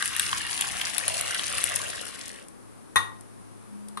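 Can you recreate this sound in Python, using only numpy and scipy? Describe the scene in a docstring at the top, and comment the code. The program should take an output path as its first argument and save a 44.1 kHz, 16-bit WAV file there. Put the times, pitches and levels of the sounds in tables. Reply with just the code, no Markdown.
"""A small, quietly humming kitchen, with two microphone ports close to a steel cup.
Hot milky coffee is poured in from a height: bubbles ring, gurgle and spit spray, fading as foam rises
and the stream thins. The emptied steel vessel is set down with a clink; a dull knock comes at the end.
The ports are of opposite polarity and ring near 10 kHz."""
import sys
import numpy as np
from scipy import signal
from scipy.fft import rfft, irfft, next_fast_len
from scipy.io import wavfile
from scipy.ndimage import map_coordinates

SR = 44100
rng = np.random.default_rng(int(sys.argv[2]) if len(sys.argv) > 2 else 0)


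def pcm_store(signal):
    """Save signal as 16-bit PCM."""
    levels = np.round(np.clip(np.atleast_2d(signal), -1, 1) * 32767)
    wavfile.write(sys.argv[1], SR, levels.astype(np.int16).T)


N = 176400
T = np.arange(N) / SR
POUR_S, SPIT_RISE_S = 2.6, .01


def amp(db):
    """Decibels to gain."""
    return 10 ** (np.asarray(db) / 20)


def unit(x):
    """Scaled to rms 1."""
    return x / np.sqrt(np.mean(x ** 2) + 1e-20)


def along(points, hz):
    """(f/Hz, value) points read on a log axis."""
    f, v = np.transpose(points)
    return np.interp(np.log(hz + 1), np.log(f + 1), v)


def level(points):
    """Gain per sample from (t/s, level/dB) points."""
    return amp(np.interp(T, *np.transpose(points)))


def wobble(rate):
    """A smooth random curve, rate knots a second."""
    return map_coordinates(rng.standard_normal(1024), [T * rate], mode="wrap")


def filtered(x, response):
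    """x times a complex response of frequency."""
    n = x.shape[-1]
    m = next_fast_len(n + SR // 4)
    return irfft(rfft(x, m) * response(np.fft.rfftfreq(m, 1 / SR)), m)[..., :n]


def coloured(x, points):
    """x through a smooth (f/Hz, gain/dB) curve."""
    return filtered(x, lambda hz: amp(along(points, hz)))


def passed(x, kind, hz):
    """x through a gentle high-pass or band-pass."""
    return signal.sosfilt(signal.butter(2, hz, kind, fs=SR, output="sos"), x)


# Diffuse sound across the two ports: f/Hz, correlation
PORT_LIKENESS = [(200, 0.94), (600, 0.49), (2500, 0.035)]
def diffuse(size):
    """Stereo noise that is alike in the bass and unrelated in the treble."""
    def mid_side(hz):
        angle = np.arccos(np.clip(along(PORT_LIKENESS, hz), -1, 1)) / 2
        return np.array([np.cos(angle), np.sin(angle)])
    mid, side = filtered(rng.standard_normal((2, size)), mid_side)
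    return np.array([mid + side, mid - side])


# The kitchen's reverberation: f/Hz, t60/s
ROOM_DECAY = [(150, 1), (1200, 0.41), (11000, 0.25)]
def placed(x, lead_ms, near_db, near_t60, room_db):
    """Direct sound, left port first; short, diffuse close reflections, renewed every 0.1 s; room tail."""
    close = filtered(x, lambda hz: np.exp(1j * np.pi * hz * lead_ms / 1000 * np.array([[1], [-1]])))
    hz, t, spectrum = signal.stft(diffuse(SR // 2), SR, nperseg=256)
    decay = 1000.0 ** (-t / along(ROOM_DECAY, hz)[:, None])
    tail = signal.istft(spectrum * decay, SR, nperseg=256)[1][:, :SR // 2]
    step, scatter = SR // 10, diffuse(N)
    for i in range(0, N, step):
        near = scatter[:, i:i + step] * 1000.0 ** (-T[:step] / near_t60)
        echoes = signal.fftconvolve(x[:, i:i + step], near / np.linalg.norm(near[0]), axes=1)
        add(close, i / SR, amp(near_db) * echoes)
    return close + amp(room_db) * signal.fftconvolve(x, tail / np.linalg.norm(tail[0]), axes=1)[:, :N]


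def add(track, s, sound):
    """Mix a sound in at time s."""
    part = track[..., max(round(s * SR), 0):][..., :sound.shape[-1]]
    part += sound[..., :part.shape[-1]]


# Room tone all around the microphone: f/Hz, level/dB
ROOM_TONE = [(20, -11), (90, -10), (260, 0.5), (620, -12), (1100, -11.5), (3000, -29.5), (10000, -33.5)]
def kitchen(mains_hz=106.8):
    """Soft room noise and a wavering mains hum."""
    air = amp(-48.5) * unit(coloured(diffuse(N), ROOM_TONE))
    mains = amp(-53.5 + 7.1 * wobble(4.52)) * np.sin(2 * np.pi * mains_hz * T)
    return air + mains


def bubble(t, hz, cycles, rise):
    """A damped sine that starts softly and dies within some cycles while its pitch rises."""
    age = t * hz / cycles
    phase = 2 * np.pi * hz * t * (1 + rise * np.minimum(age, 1) / 2)
    return np.sin(phase) * 1000.0 ** -age * (1 - np.exp(-t * hz))


def swarm(count, hz, sink, spread, cycles, scatter_db, size, skew_s=0.00011):
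    """Stereo bubbles of random pitch, strength and place; pitch falls by sink octaves a second."""
    when, pitch_a, pitch_b, loudness, spot = rng.random((count, 5)).T[:, :, None]
    start = when * POUR_S
    detune = np.exp(spread * np.sqrt(6) * (pitch_a + pitch_b - 1))
    pitch = np.clip(hz * 2 ** (-sink * start) * detune, 100, SR / 3)
    strength = amp(-scatter_db * np.log(np.maximum(loudness, .025)))
    # bursting all over the surface, they reach the right port a little early or late
    delay = skew_s * np.array([np.ones_like(spot), 2 * spot])
    t = np.maximum(np.arange(size) / SR - delay, 0)
    rings = strength * bubble(t, pitch, cycles, rise=0.18)
    at = (start * SR).astype(int) + np.arange(size)
    ports = np.array([np.bincount(at.ravel(), port.ravel(), N) for port in rings])
    return unit(passed(ports, "high", hz / 4)) * np.sqrt(POUR_S * SR / N)


# Strength of the stream landing close to the microphone: t/s, level/dB
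STREAM_FLOW = [(0, -2.5), (.77, -2.5), (1.68, -2), (2.0, -7.5), (2.3, -14), (2.42, -20.5), (2.54, -66)]
def stream(gush):
    """The stream drives small ringing bubbles into the coffee."""
    small = swarm(count=9000, hz=2750, sink=0.13, spread=0.43, cycles=8.5, scatter_db=5.0, size=400)
    return amp(-38.5) * level(STREAM_FLOW) * gush * small


# Cup and worktop drumming, close by: f/Hz, level/dB
RUMBLE_SPECTRUM = [(30, -17.5), (95, -1), (450, -18.5), (2000, -46)]
def rumble():
    """The weight of the stream drums softly on the cup and worktop."""
    weight = amp(-46.0) * level(STREAM_FLOW) ** 0.61 * amp(2.5 * wobble(8.8))
    return weight * unit(coloured(diffuse(N), RUMBLE_SPECTRUM))


# Bubble cloud down in the cup, under the stream: t/s, level/dB, f/Hz
BUBBLE_CLOUD = [(0, -50, 1520), (.6, -50, 883), (1.05, -45.5, 641), (1.85, -49.5, 605), (2.55, -64, 436)]
def gurgle(gush, q=2.65, leak_db=-44):
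    """Deep bubbles sound through their cloud's resonance, which sinks as the cloud grows."""
    deep = swarm(count=4500, hz=1182, sink=0.57, spread=0.47, cycles=5.9, scatter_db=2.0, size=800)
    s, db, hz = np.transpose(BUBBLE_CLOUD)
    centres = np.geomspace(hz.min(), hz.max(), num=8)
    position = np.interp(np.log(np.interp(T, s, hz)), np.log(centres), np.arange(len(centres)))
    cloud = amp(leak_db) * deep
    for k, centre in enumerate(centres):
        band = passed(deep, "band", centre * np.exp(np.array([-.5, .5]) / q))
        crossfade = np.sqrt(np.maximum(1 - np.abs(position - k), 0))
        cloud += crossfade * unit(band)
    return gush * amp(np.interp(T, s, db)) * cloud


# Spray above the cup: f/Hz, gain/dB
SPRAY_COLOUR = [(200, -14), (900, -2), (2500, -1.5), (5000, -1), (14000, -14.5)]
def spray(gush):
    """Tiny drops and hiss flicker with the stream."""
    drops = swarm(count=3600, hz=9460, sink=0, spread=0.25, cycles=2.9, scatter_db=6.0, size=64)
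    fizz = unit(coloured(drops + amp(-4.5) * rng.standard_normal((2, N)), SPRAY_COLOUR))
    return amp(-40.5) * level(STREAM_FLOW) * gush * amp(1.7 * wobble(90)) * fizz


def plop(hz):
    """A wet slap, a main bubble and, within a few milliseconds, the smaller ones that it sheds."""
    t = T[:SR // 20]
    shed = sum(bubble(np.maximum(t - 0.0053 * delay ** 2, 0), hz * 2 ** (1.63 * height - .3),
                      cycles=12.0, rise=0.063) for delay, height in rng.random((4, 2)))
    slap = unit(passed(rng.standard_normal(len(t)), "band", [1000, 4200])) * 1000.0 ** (-t / 0.017)
    return bubble(t, hz, cycles=13.1, rise=0.033) + amp(-13.5) * shed + amp(-11) * slap


def spit(width_s):
    """A stereo click inside a brief flurry that peaks after SPIT_RISE_S."""
    t = T[:SR // 20] - SPIT_RISE_S
    click = np.exp(-np.abs(t) / width_s)
    flurry = amp(-36) * np.exp(-np.abs(t) / np.where(t < 0, .0025, .005))
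    noise = (rng.standard_normal(len(t)) + rng.standard_normal((2, len(t)))) / np.sqrt(2)
    return (click + flurry) * noise


# Single splashes in the cup: t/s, plop level/dB, plop f/Hz, spit level/dB
SPLASH_EVENTS = [(0.0251, -12.5, 1540, -17), (0.165, -24, 1630, -15), (0.1967, -13.5, 1610, -9),
                 (.058, -21, 3040, -15), (0.329, -13.5, 1040, -37), (0.611, -21, 3520, -11.5),
                 (0.621, -14.5, 3600, -31), (0.814, -13.5, 3030, -23), (0.982, -13.5, 3540, -9.5),
                 (1.081, -16, 610, -11), (1.2113, -30, 1880, -13.5), (1.346, -16, 2250, -19.5),
                 (1.394, -14, 3020, -25), (1.5822, -18.5, 2580, -19.5), (1.6408, -27, 2800, -8.5),
                 (1.7598, -47, 2680, -14)]
# Their spits at close range: f/Hz, gain/dB
SPIT_COLOUR = [(600, -13.5), (2800, -1), (5200, -10), (8500, -3)]
def splashes():
    """Each larger splash plops in the liquid and spits above it."""
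    plops, spits = np.zeros((2, 2, N))
    for s, plop_db, hz, spit_db in SPLASH_EVENTS:
        add(plops, s, amp(plop_db) * plop(hz))
        add(spits, s - SPIT_RISE_S, amp(spit_db) * spit(width_s=0.00042))
    return plops, coloured(spits, SPIT_COLOUR)


# Resonances of the cup and the worktop under the stream: f/Hz, width/Hz, gain/dB
CUP_RESONANCES = [(1108, 73, 2), (1592, 50, -7), (1824, 610, 0.5), (2876, 510, 1.5), (3620, 310, -7.5)]
def cup(liquid, open_db):
    """Sound from the liquid, partly straight and partly through the cup's resonances."""
    return filtered(liquid, lambda f: amp(open_db) + sum(
        amp(db) * 1j * f * width / (hz * hz - f * f + 1j * f * width)
        for hz, width, db in CUP_RESONANCES))


# Small ticks near the microphone: t/s, level/dB
TICK_EVENTS = [(2.281, -27), (2.4848, -35.5), (3.21, -37.5), (3.886, -34)]
# Their bright tone: f/Hz, gain/dB
TICK_COLOUR = [(2500, -9), (9000, -5.5)]
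def ticks():
    """Foam and fingers tick as the pour ends and afterwards."""
    clicks = np.zeros((2, N))
    for s, db in TICK_EVENTS:
        add(clicks, s - SPIT_RISE_S, amp(db) * spit(width_s=0.001))
    return coloured(clicks, TICK_COLOUR)


def pour():
    """Uneven gushes drive bubbles, gurgle and spray; splashes and ticks come from the same spot."""
    gush = amp(0.43 * wobble(35.74))
    bubbles, cloud, fizz = stream(gush), gurgle(gush), spray(gush)
    plops, spits = splashes()
    surface = cup(bubbles + plops, open_db=-3) + cloud + fizz + spits + ticks()
    return placed(surface, lead_ms=0.14, near_db=-4, near_t60=0.019, room_db=-8.5)


# Modes of the emptied steel vessel: f/Hz, level/dB, t60/s
STEEL_MODES = [(907, -14.5, 0.19), (1060, -2.5, 0.093), (1110.5, -2, 0.093), (1173, -4.5, 0.1),
               (1430, -15.5, 0.15), (1892, -1.5, 0.079), (3614, -9.5, 0.066), (3710, -11, 0.091),
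               (6264, -15, 0.044), (10950, -15.5, 0.025)]
# Its contacts with the worktop, close and to the left:
# t/s, level/dB, share of the free ringing time, dullness/(dB per octave), crack level/dB
WORKTOP_CONTACTS = [(2.9587, -12.5, 1, 0.5, -20), (2.9671, -16.5, 0.94, 0.5, -34),
                    (3.973, -21, 0.5, 48, -35)]
# The crack of a contact: f/Hz, gain/dB
CRACK_COLOUR = [(550, 4.5), (1100, 6.5), (2600, 2), (4100, 3.5), (5200, -15), (6400, -8)]
def vessel(rasp_hz=23.7, thud_hz=105.5, thud_t60=0.38):
    """Steel meets the worktop and rocks once; a held, soft contact rings shorter and duller."""
    ring, cracks, t = np.zeros((2, N)), np.zeros(N), T[:SR // 2]
    hz, mode_db, t60 = np.transpose(STEEL_MODES)[:, :, None]
    thud = np.sin(2 * np.pi * thud_hz * t) * 1000.0 ** (-t / thud_t60)  # the worktop's low note
    for s, db, free, dull_db, crack_db in WORKTOP_CONTACTS:
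        strength = amp(db + mode_db - dull_db * np.abs(np.log2(hz / 1100)))
        # the rim chatters on the worktop, widening each mode to rasp_hz
        drift = np.cumsum(rng.standard_normal((len(hz), len(t))), 1) * np.sqrt(2 * np.pi * rasp_hz / SR)
        wave = np.sin(2 * np.pi * (hz * t + rng.random(hz.shape)) + drift)
        envelope = 1000.0 ** (-t / (t60 * free)) * (1 - np.exp(-t * hz))
        ports = amp([[1], [-1]]) * (strength * wave * envelope).sum(0)
        add(ring, s, passed(ports, "high", 800) + amp(crack_db - 17.5) * thud)
        add(cracks, s, amp(crack_db) * crack(t60=0.017, tail_db=-13.5, tail_t60=0.32))
    blows = ring + coloured(cracks, CRACK_COLOUR)
    return placed(blows, lead_ms=0.264, near_db=-5, near_t60=0.056, room_db=-7.5)


def crack(t60, tail_db, tail_t60):
    """The sharp noise of an impact, with a weaker tail."""
    t = T[:SR // 8]
    envelope = 1000.0 ** (-t / t60) + amp(tail_db) * 1000.0 ** (-t / tail_t60)
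    return rng.standard_normal(len(t)) * envelope


def appliance(hz=206.5):
    """An appliance's hum swells near the end."""
    return level([(3.62, -57), (3.75, -36.5), (4, -40.5)]) * np.sin(2 * np.pi * hz * T)


def scene():
    """Everything as it reaches the two ports."""
    return pour() + rumble() + vessel() + kitchen() + appliance()


# Response of the left microphone port: f/Hz, gain/dB
LEFT_PORT = [(1700, 1), (7200, 5), (9700, 16), (11000, 13), (11800, -1), (13800, -7), (15500, -32)]
# Response of the right port: f/Hz, gain/dB
RIGHT_PORT = [(1700, -2), (2600, 2), (8500, 1), (10400, 11), (11100, 3.5), (11800, 1), (15500, -44)]
def record(dry, top_hz=15400):
    """Each port has its own colour, the right one inverted and slightly late; clipping, band limit."""
    left = coloured(dry[0], LEFT_PORT)
    right = filtered(coloured(dry[1], RIGHT_PORT), lambda hz: -np.exp(-1j * 0.27 * hz / (hz + 30)))
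    return filtered(np.clip([left, right], -1, 1), lambda hz: hz < top_hz)


dry = scene()
out = record(dry)
pcm_store(out)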